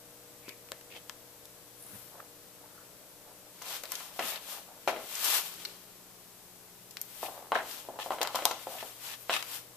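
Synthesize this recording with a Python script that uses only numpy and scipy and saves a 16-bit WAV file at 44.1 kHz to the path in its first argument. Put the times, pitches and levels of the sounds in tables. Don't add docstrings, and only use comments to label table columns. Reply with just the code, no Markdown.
import sys
import numpy as np
from scipy import signal
from scipy.fft import rfft, irfft, next_fast_len
from scipy.io import wavfile
from scipy.ndimage import map_coordinates

SR = 44100
rng = np.random.default_rng(int(sys.argv[2]) if len(sys.argv) > 2 else 0)


def store_pcm(level_fs):
    pcm = np.round(np.clip(level_fs, -1, 1) * 32767).astype(np.int16)
    wavfile.write(sys.argv[1], SR, np.atleast_2d(pcm).T)


N = 430416
TIME = np.arange(N) / SR
HIT_SAMPLES = 2 ** 15
HIT_HZ = np.fft.rfftfreq(HIT_SAMPLES, 1 / SR)

# (time [s], relative level [dB])
REFLECTIONS = [(1, -8), (3, -1), (4.5, 3), (9.7, -1.5)]
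# (frequency [Hz], gain [dB])
MIC_SHEEN = [(1000, 8), (3000, 3.5), (5500, 4), (9500, -2), (13500, 6.5)]
# (time [s], relative level [dB], ring [Hz], left minus right [dB], time to fall 30 dB [s])
BRITTLE_SNAPS = [(0.486, -39, 6000, 5, 0.012), (0.491, -32, 4360, 8, 0.014), (0.687, -43, 2780, 3, 0.008),
                 (0.7191, -29.5, 4900, 8, 0.00082), (0.811, -42.5, 2800, 4, 0.0073),
                 (0.97, -42, 3660, 4, 0.0079), (1.0961, -30, 4050, 7, 0.0036),
                 (1.455, -40.5, 8130, 7, 0.0093), (3.62, -34.5, 6860, 9, 0.017),
                 (3.836, -31.5, 8840, 9, 0.0053), (3.855, -34, 4930, 6, 0.002),
                 (3.919, -24, 11400, 9, 0.0063), (3.954, -26, 6550, 4, 0.0017),
                 (4.194, -24.5, 2280, 6, 0.0095), (4.3585, -30.5, 3250, 7, 0.0074),
                 (4.527, -34, 10680, 9, 0.012), (4.875, -20, 2700, 8.5, 0.12),
                 (5.154, -29, 7510, 10, 0.0036), (5.243, -21, 10300, 15, 0.04),
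                 (5.651, -28, 4350, 5, 0.0034), (6.909, -38.5, 7480, 8, 0.012),
                 (6.9695, -30, 4170, 8, 0.01), (7.0149, -24.5, 11400, 10, 0.002),
                 (7.711, -35, 4470, 13, 0.01), (8.214, -19, 4230, 7, 0.027), (8.23, -20, 6960, 4, 0.0064),
                 (8.2734, -26.5, 3830, 10, 0.004), (8.3507, -23.5, 3600, 3, 0.044),
                 (8.357, -25, 6960, 13, 0.0038), (8.454, -9.5, 7100, 6.5, 0.0024),
                 (8.512, -26, 4430, 8, 0.0097), (9.426, -27, 2850, 8, 0.004)]
def snaps():
    ring_height_db, ring_octaves, bass_cut_db = 4, 0.14, 5
    out = np.zeros((2, N))
    t = np.arange(SR // 25) / SR
    for start, db, ring_hz, pan_db, decay_s in BRITTLE_SNAPS:
        octaves = np.log2((HIT_HZ + 200) / ring_hz)
        ring_db = ring_height_db / (1 + (octaves / ring_octaves) ** 2)
        body_db = -bass_cut_db * np.minimum(octaves, 0) ** 2 - 3 * np.log2(1 + 4 ** octaves)
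        crack = pulse(ring_db + body_db + along(MIC_SHEEN, HIT_HZ))[:HIT_SAMPLES // 2]
        splinters = stereo_noise(len(t)) * np.abs(rng.standard_normal(len(t))) ** 1.57
        splinters *= amp(-30 * t / decay_s)
        snap = band_limited(signal.fftconvolve(crack[None], splinters, axes=1))
        snap *= np.sqrt(SR / 1000) / np.linalg.norm(snap, axis=1, keepdims=True)
        wet_db = np.interp(start, *np.transpose(REFLECTIONS))
        snap = in_room(snap, early_db=wet_db - 6.5, early_t60=0.024, late_db=wet_db - 10)
        add(out, start, amp(db - 2.1) * lean(pan_db) * snap)
    return out


# (frequency [Hz], level [dB])
THUMP_SPECTRUM = [(40, -26.5), (150, -29.5), (300, -14), (520, -4), (700, 1), (1000, -4.5), (1300, -17.5),
                  (2500, -41), (8000, -37)]
THUMP_HZ = 725
# (frequency [Hz], width [Hz], level [dB])
CLACK_MODES = [(987, 125, 0), (1510, 180, -4), (1740, 100, -7), (2037, 170, -2.5), (2750, 530, -5.5),
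               (3230, 170, -2.5), (3980, 280, -8.5)]
# (frequency [Hz], width [Hz], level [dB])
LAMINATE_MODES = [(234, 24, -3), (533, 19, -4), (641, 9.1, -6), (742, 20, -10.5), (864, 27, -10.5),
                  (1008, 15, -7), (1270, 6.4, 2), (1360, 41, 2), (1712, 55, 5.5)]
# (time [s], relative
# level [dB], relative clack [dB], pitch [Hz])
FLOOR_KNOCKS = [(0.4816, -34, 2, 362), (0.7185, -32.5, 8.5, 584), (1.0963, -45, 18, 700),
                (3.618, -45.5, 15, 850), (3.837, -37, 8, 610), (3.921, -39, 13, 700),
                (4.0056, -41.5, 9, 840), (4.1922, -21, 2, 696), (4.8762, -13, -3, 720),
                (4.9623, -28, 1, 640), (7.2304, -21.5, -26, 755), (7.2843, -30.5, -16, 790),
                (7.5197, -13.5, -2.5, 820), (7.5559, -19, -5, 785), (7.5596, -22, -8, 686),
                (7.5626, -22.5, 3, 700), (7.8873, -27, -29, 624), (7.9593, -35, -17, 690),
                (7.9894, -25, -4, 770), (8.0613, -25.5, -16, 710), (8.1063, -16.5, -8.5, 770),
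                (8.1193, -22.5, -3.5, 800), (8.185, -33, 6, 770), (8.2084, -23.5, -6, 594),
                (8.2148, -19.5, 4, 690), (8.2303, -24, -3, 850), (8.2495, -30.5, 9, 800),
                (8.2743, -27, -1, 910), (8.3465, -20.5, -4, 760), (8.3593, -22, 0, 920),
                (8.3893, -25.5, 2, 770), (8.4223, -28, 4, 610), (8.4541, -15.5, -5, 816),
                (8.5105, -22.5, 2, 740), (8.6704, -24, -10, 665), (8.8273, -27.5, -7, 710),
                (9.2957, -18, 5.5, 730)]
def knocks():
    out = np.zeros((2, N))
    clack = irfft(resonances(CLACK_MODES, HIT_HZ) / (1 + 1j * HIT_HZ / 4500))
    clack /= np.abs(clack).max()
    for start, db, clack_db, pitch_hz in FLOOR_KNOCKS:
        thump = pulse(along(THUMP_SPECTRUM, HIT_HZ * THUMP_HZ / pitch_hz))
        blow = (thump + amp(clack_db - 3) * clack)[:HIT_SAMPLES // 2]
        wet_db = np.interp(start, *np.transpose(REFLECTIONS))
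        blow = in_room(blow, early_db=wet_db - 1.5, early_t60=0.11, late_db=wet_db - 4)
        add(out, start, amp(db - 2) * blow)
    ringing = filtered(out, lambda hz: 1 + sum(resonances([mode], hz) for mode in LAMINATE_MODES))
    return ringing * lean(2.4)


# (time [s], length [s], relative level [dB], centre [Hz], width [Hz])
RUBS_AND_SQUEAKS = [(0.415, 0.15, -53.5, 2340, 483), (0.879, 0.13, -50, 2550, 1800),
                    (0.94, 0.064, -58, 3120, 300), (0.88, 0.13, -56, 500, 700),
                    (1.714, 0.34, -55, 10200, 2500), (1.788, 0.32, -61, 1320, 1930),
                    (1.884, 0.1, -55.5, 160, 200), (4.183, 0.13, -55, 230, 130),
                    (2.196, 0.011, -38.5, 1320, 403), (2.59, 0.4, -65, 1310, 500),
                    (5.493, 0.33, -60, 378, 170), (5.649, 0.013, -36.5, 4200, 600),
                    (7.549, 0.018, -25.5, 1520, 650), (7.561, 0.069, -40, 1530, 600)]
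# (time [s], length [s], relative level [dB])
SOFT_SLIDES = [(2.072, 0.2, -55), (2.58, 0.14, -61), (3.215, .15, -60), (3.6, 0.23, -52),
               (3.916, 0.39, -62), (4.197, 0.28, -54.5), (4.426, 0.23, -53), (4.593, 0.26, -59),
               (7.208, 0.36, -53), (7.695, 0.45, -56.5), (8.658, 0.17, -50.5)]
def rubs():
    hollow_hz, hollow_width_hz = 723, 580
    out = np.zeros((2, N))
    friction = grainy(rate=260, depth_db=4.5)
    slides = [(*slide, hollow_hz, hollow_width_hz) for slide in SOFT_SLIDES]
    for start, length, db, centre_hz, width_hz in RUBS_AND_SQUEAKS + slides:
        stroke = friction[:, round(start * SR):][:, :round(length * SR)]
        stroke = unit(filtered(stroke, lambda hz: resonances([(centre_hz, width_hz, 0)], hz) ** 1.86))
        add(out, start, amp(db + 2) * stroke * np.hanning(stroke.shape[1]))
    return in_room(out * lean(1.6), early_db=-13, early_t60=0.064, late_db=-15.5)


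# (frequency [Hz], width [Hz], level [dB])
SCRAPE_MODES = [(780, 230, -2), (1280, 140, -0.5), (1710, 190, 1.5), (2720, 560, 1), (3660, 530, 3),
                (4770, 5400, -9.5)]
# (time [s], length [s], level [dB])
SOLE_SCUFFS = [(4.198, 0.19, -44.5), (7.218, 0.06, -48.5), (7.54, 0.058, -42.5), (7.984, 0.05, -44),
               (8.767, 0.072, -48), (9.082, 0.075, -47), (9.295, 0.026, -34.5), (9.318, 0.06, -31),
               (9.364, 0.052, -42)]
def scuffs():
    ramp_s = 0.0061
    force = sum(amp(db) * np.clip(np.minimum(TIME - start, start + length - TIME) / ramp_s, 0, 1)
                for start, length, db in SOLE_SCUFFS)
    scrape = unit(filtered(grainy(rate=530, depth_db=4), lambda hz: resonances(SCRAPE_MODES, hz)))
    return in_room(force * scrape * lean(3.8), early_db=-7, early_t60=0.048, late_db=-14.5)


# (frequency [Hz], relative density [dB])
CLOTH_SPECTRUM = [(100, -55), (300, -11), (500, -3.5), (800, 1.5), (1100, 3), (2000, 1.5), (3200, 6),
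                  (6000, 2.5), (10000, 2), (12500, 4), (14200, 5.5)]
# (frequency [Hz], left minus right [dB])
CLOTH_BALANCE = [(60, 1.0), (110, 0), (200, 1), (380, 0), (700, 1), (1290, 1), (2380, 5), (4400, 3.5),
                 (8120, 5.5), (15000, 13)]
# (time of peak [s], relative level [dB], rise [s], fall [s], sizzle [dB])
CLOTH_SWISHES = [(2.0, -58, .15, 0.12, 6.5), (3.724, -37.5, 0.059, 0.06, -4.5),
                 (3.96, -45.5, 0.067, 0.13, -3), (4.29, -37, 0.069, 0.044, -0.5),
                 (4.53, -43, 0.081, 0.059, -2), (5.321, -28, 0.11, 0.079, -1.5),
                 (5.55, -49.5, 0.074, 0.21, -5), (7.22, -47, 0.093, 0.12, 2),
                 (7.74, -43, 0.081, 0.072, -2.5), (8.04, -45, 0.036, 0.12, -3.5),
                 (8.39, -42, 0.047, 0.12, -5), (8.76, -48.5, 0.18, 0.25, 0),
                 (9.09, -41, 0.071, 0.048, -2.5), (9.22, -56, .025, .025, 9.5),
                 (9.35, -41, .035, 0.038, -3), (9.55, -43.5, .11, 0.051, -0.5)]
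def clothes():
    sizzle_hz, steepness, flutter_db = 8500, 2.5, 1.5
    ticks = rng.standard_normal((2, N)) * (rng.random(N) < 45 / SR)
    fibres = unit(grainy(rate=1100, depth_db=1.3)) + amp(-18) * unit(ticks)
    swish = coloured(near_walls(fibres, share_db=-9.5), CLOTH_SPECTRUM, CLOTH_BALANCE)
    sizzle = filtered(swish, lambda hz: 1 - 1 / (1 + (hz / sizzle_hz) ** 6))
    body_power, sizzle_power = np.zeros(N), np.zeros(N)
    for peak_s, db, rise_s, fall_s, sizzle_db in CLOTH_SWISHES:
        from_peak = np.abs((TIME - peak_s) / np.where(TIME < peak_s, rise_s, fall_s))
        speed = amp(db) / (1 + from_peak ** steepness)
        body_power += speed ** 2
        sizzle_power += (amp(sizzle_db) * speed) ** 2
    strides = np.sqrt(body_power) * (swish - sizzle) + np.sqrt(sizzle_power) * sizzle
    return amp(6 + flutter_db * wobble(30)) * strides


# (mains multiple, relative level [dB])
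THROB_LINES = [(2, -3.5)]
DRONE_LINES = [(3, 0), (6, -3), (7, -2)]
BUZZ_LINES = [(5, -7), (8, -3.5), (9, -13.5), (10, -7), (11, -12)]
# (time [s], throb [dB], drone [dB], buzz [dB])
HUM_ALONG_PATH = [(0, -63.5, -76, -59), (2, -65, -70.5, -61), (3.3, -68, -72, -62), (4.8, -78, -73, -64),
                  (5.6, -67.5, -65.5, -66), (6.7, -68, -67, -79), (7.5, -67, -71.5, -60.5),
                  (9, -62.5, -83, -65.5), (9.76, -61, -78, -61.5)]
def appliance_hum():
    mains_hz = 59.9
    times, *levels = np.transpose(HUM_ALONG_PATH)
    out = np.zeros(N)
    for lines, level_db in zip((THROB_LINES, DRONE_LINES, BUZZ_LINES), levels):
        path_gain = amp(np.interp(TIME, times, level_db))
        for multiple, db in lines:
            gain = path_gain * amp(db + 0.83 * wobble(1.98))
            phase = 2 * np.pi * multiple * mains_hz * TIME + 0.12 * wobble(2.25)
            out += gain * np.sin(phase + rng.uniform(0, 2 * np.pi))
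    return out * lean(1.5)


# (frequency [Hz], relative density [dB])
ROOM_TONE_SPECTRUM = [(25, -16), (90, -12), (150, -9.5), (300, -12.5), (550, -10.5), (1000, -12.5),
                      (1500, -15.5), (2200, -17), (5000, -15.5), (10000, -15.5), (12500, -14.5),
                      (14200, -12.5)]
# (frequency [Hz], left minus right [dB])
ROOM_TONE_BALANCE = [(60, 7), (110, -2), (200, 9), (380, 10), (700, 5.5), (1290, 1), (2380, 2.5), (4400, 1),
                     (8120, 3.5), (15000, 8.5)]
def room_tone():
    whine_hz = 7870
    hiss = coloured(stereo_noise(N), ROOM_TONE_SPECTRUM, ROOM_TONE_BALANCE)
    whine = unit(filtered(rng.standard_normal(N), lambda hz: resonances([(whine_hz, 70, 0)], hz) ** 2))
    return amp(-50.5) * hiss + amp(-75.5) * whine


# (frequency [Hz], time to fall 60 dB [s])
ROOM_DECAY = [(150, 0.81), (600, 0.37), (3000, 0.53), (12000, 0.29)]
def in_room(sound, early_db, early_t60, late_db):
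    t = np.arange(HIT_SAMPLES) / SR
    noise = stereo_noise(HIT_SAMPLES)
    early = noise * (1 - np.exp(-t / 0.0017)) * amp(-60 * t / early_t60)
    hz, frame_s, bands = signal.stft(noise[:, ::-1] * (1 - np.exp(-t / 0.0035)), SR, nperseg=256)
    bands *= amp(-60 * frame_s / along(ROOM_DECAY, hz)[:, None])
    late = signal.istft(bands, SR, nperseg=256)[1][:, :HIT_SAMPLES]
    echo = (amp(early_db) * unit(early) + amp(late_db) * unit(late)) / np.sqrt(HIT_SAMPLES)
    sound = np.atleast_2d(sound)
    return sound + signal.fftconvolve(sound, echo, axes=1)[:, :sound.shape[1]]


def near_walls(x, share_db, count=8):
    delays = rng.uniform(.001, .015, (count, 2))
    copies = sum(np.array([np.roll(side, round(d * SR)) for side, d in zip(x, pair)]) for pair in delays)
    return x + amp(share_db) * copies / np.sqrt(count)


# (frequency [Hz], correlation [0 to 1])
PAIR_LIKENESS = [(100, 0.38), (350, 0.79), (700, 0.93), (1400, 0.57), (2800, 0.083), (6000, 0), (14000, 0)]
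def stereo_noise(samples):
    def mid_side_gains(hz):
        angle = np.arccos(np.clip(along(PAIR_LIKENESS, hz), -1, 1)) / 2
        return np.array([np.cos(angle), np.sin(angle)])
    mid, side = filtered(rng.standard_normal((2, samples)), mid_side_gains)
    return np.array([mid + side, mid - side])


def grainy(rate, depth_db):
    return stereo_noise(N) * amp(depth_db * wobble(rate))


def coloured(x, spectrum, balance):
    return unit(filtered(x, lambda hz: amp(along(spectrum, hz)) * lean(along(balance, hz))))


def resonances(modes, hz):
    return sum((-1) ** k * amp(db) * 1j * hz * width / (centre ** 2 - hz ** 2 + 1j * hz * width)
               for k, (centre, width, db) in enumerate(modes))


def pulse(gain_db):
    cepstrum = irfft(np.log(amp(gain_db)))
    cepstrum[1:HIT_SAMPLES // 2] *= 2
    cepstrum[HIT_SAMPLES // 2 + 1:] = 0
    wave = irfft(np.exp(rfft(cepstrum)))
    return wave / np.abs(wave).max()


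def filtered(x, response):
    n = x.shape[-1]
    padded = next_fast_len(n + 8192)
    return irfft(rfft(x, padded) * response(np.fft.rfftfreq(padded, 1 / SR)), padded)[..., :n]


def band_limited(x, top_hz=14350):
    return filtered(x, lambda hz: 1 / np.sqrt(1 + (hz / top_hz) ** 400))


def along(points, hz):
    knots_hz, values = np.transpose(points)
    return np.interp(np.log(hz + 1), np.log(knots_hz + 1), values)


def wobble(rate):
    return map_coordinates(rng.standard_normal(int(N * rate / SR) + 4), [TIME * rate])


def add(track, start_s, sound):
    i = max(round(start_s * SR), 0)
    track[:, i:i + sound.shape[-1]] += sound[..., :N - i]


def lean(db):
    return amp(np.array([np.atleast_1d(db), -np.atleast_1d(db)]) / 2)


def amp(db):
    return 10 ** (np.asarray(db) / 20)


def unit(x):
    return x / np.sqrt(np.mean(x ** 2) + 1e-20)


def scene():
    return knocks() + snaps() + rubs() + scuffs() + clothes() + appliance_hum() + room_tone()


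def record(dry):
    return band_limited(dry / (1 + (dry / .9) ** 8) ** (1 / 8))


dry = scene()
out = record(dry)
store_pcm(out)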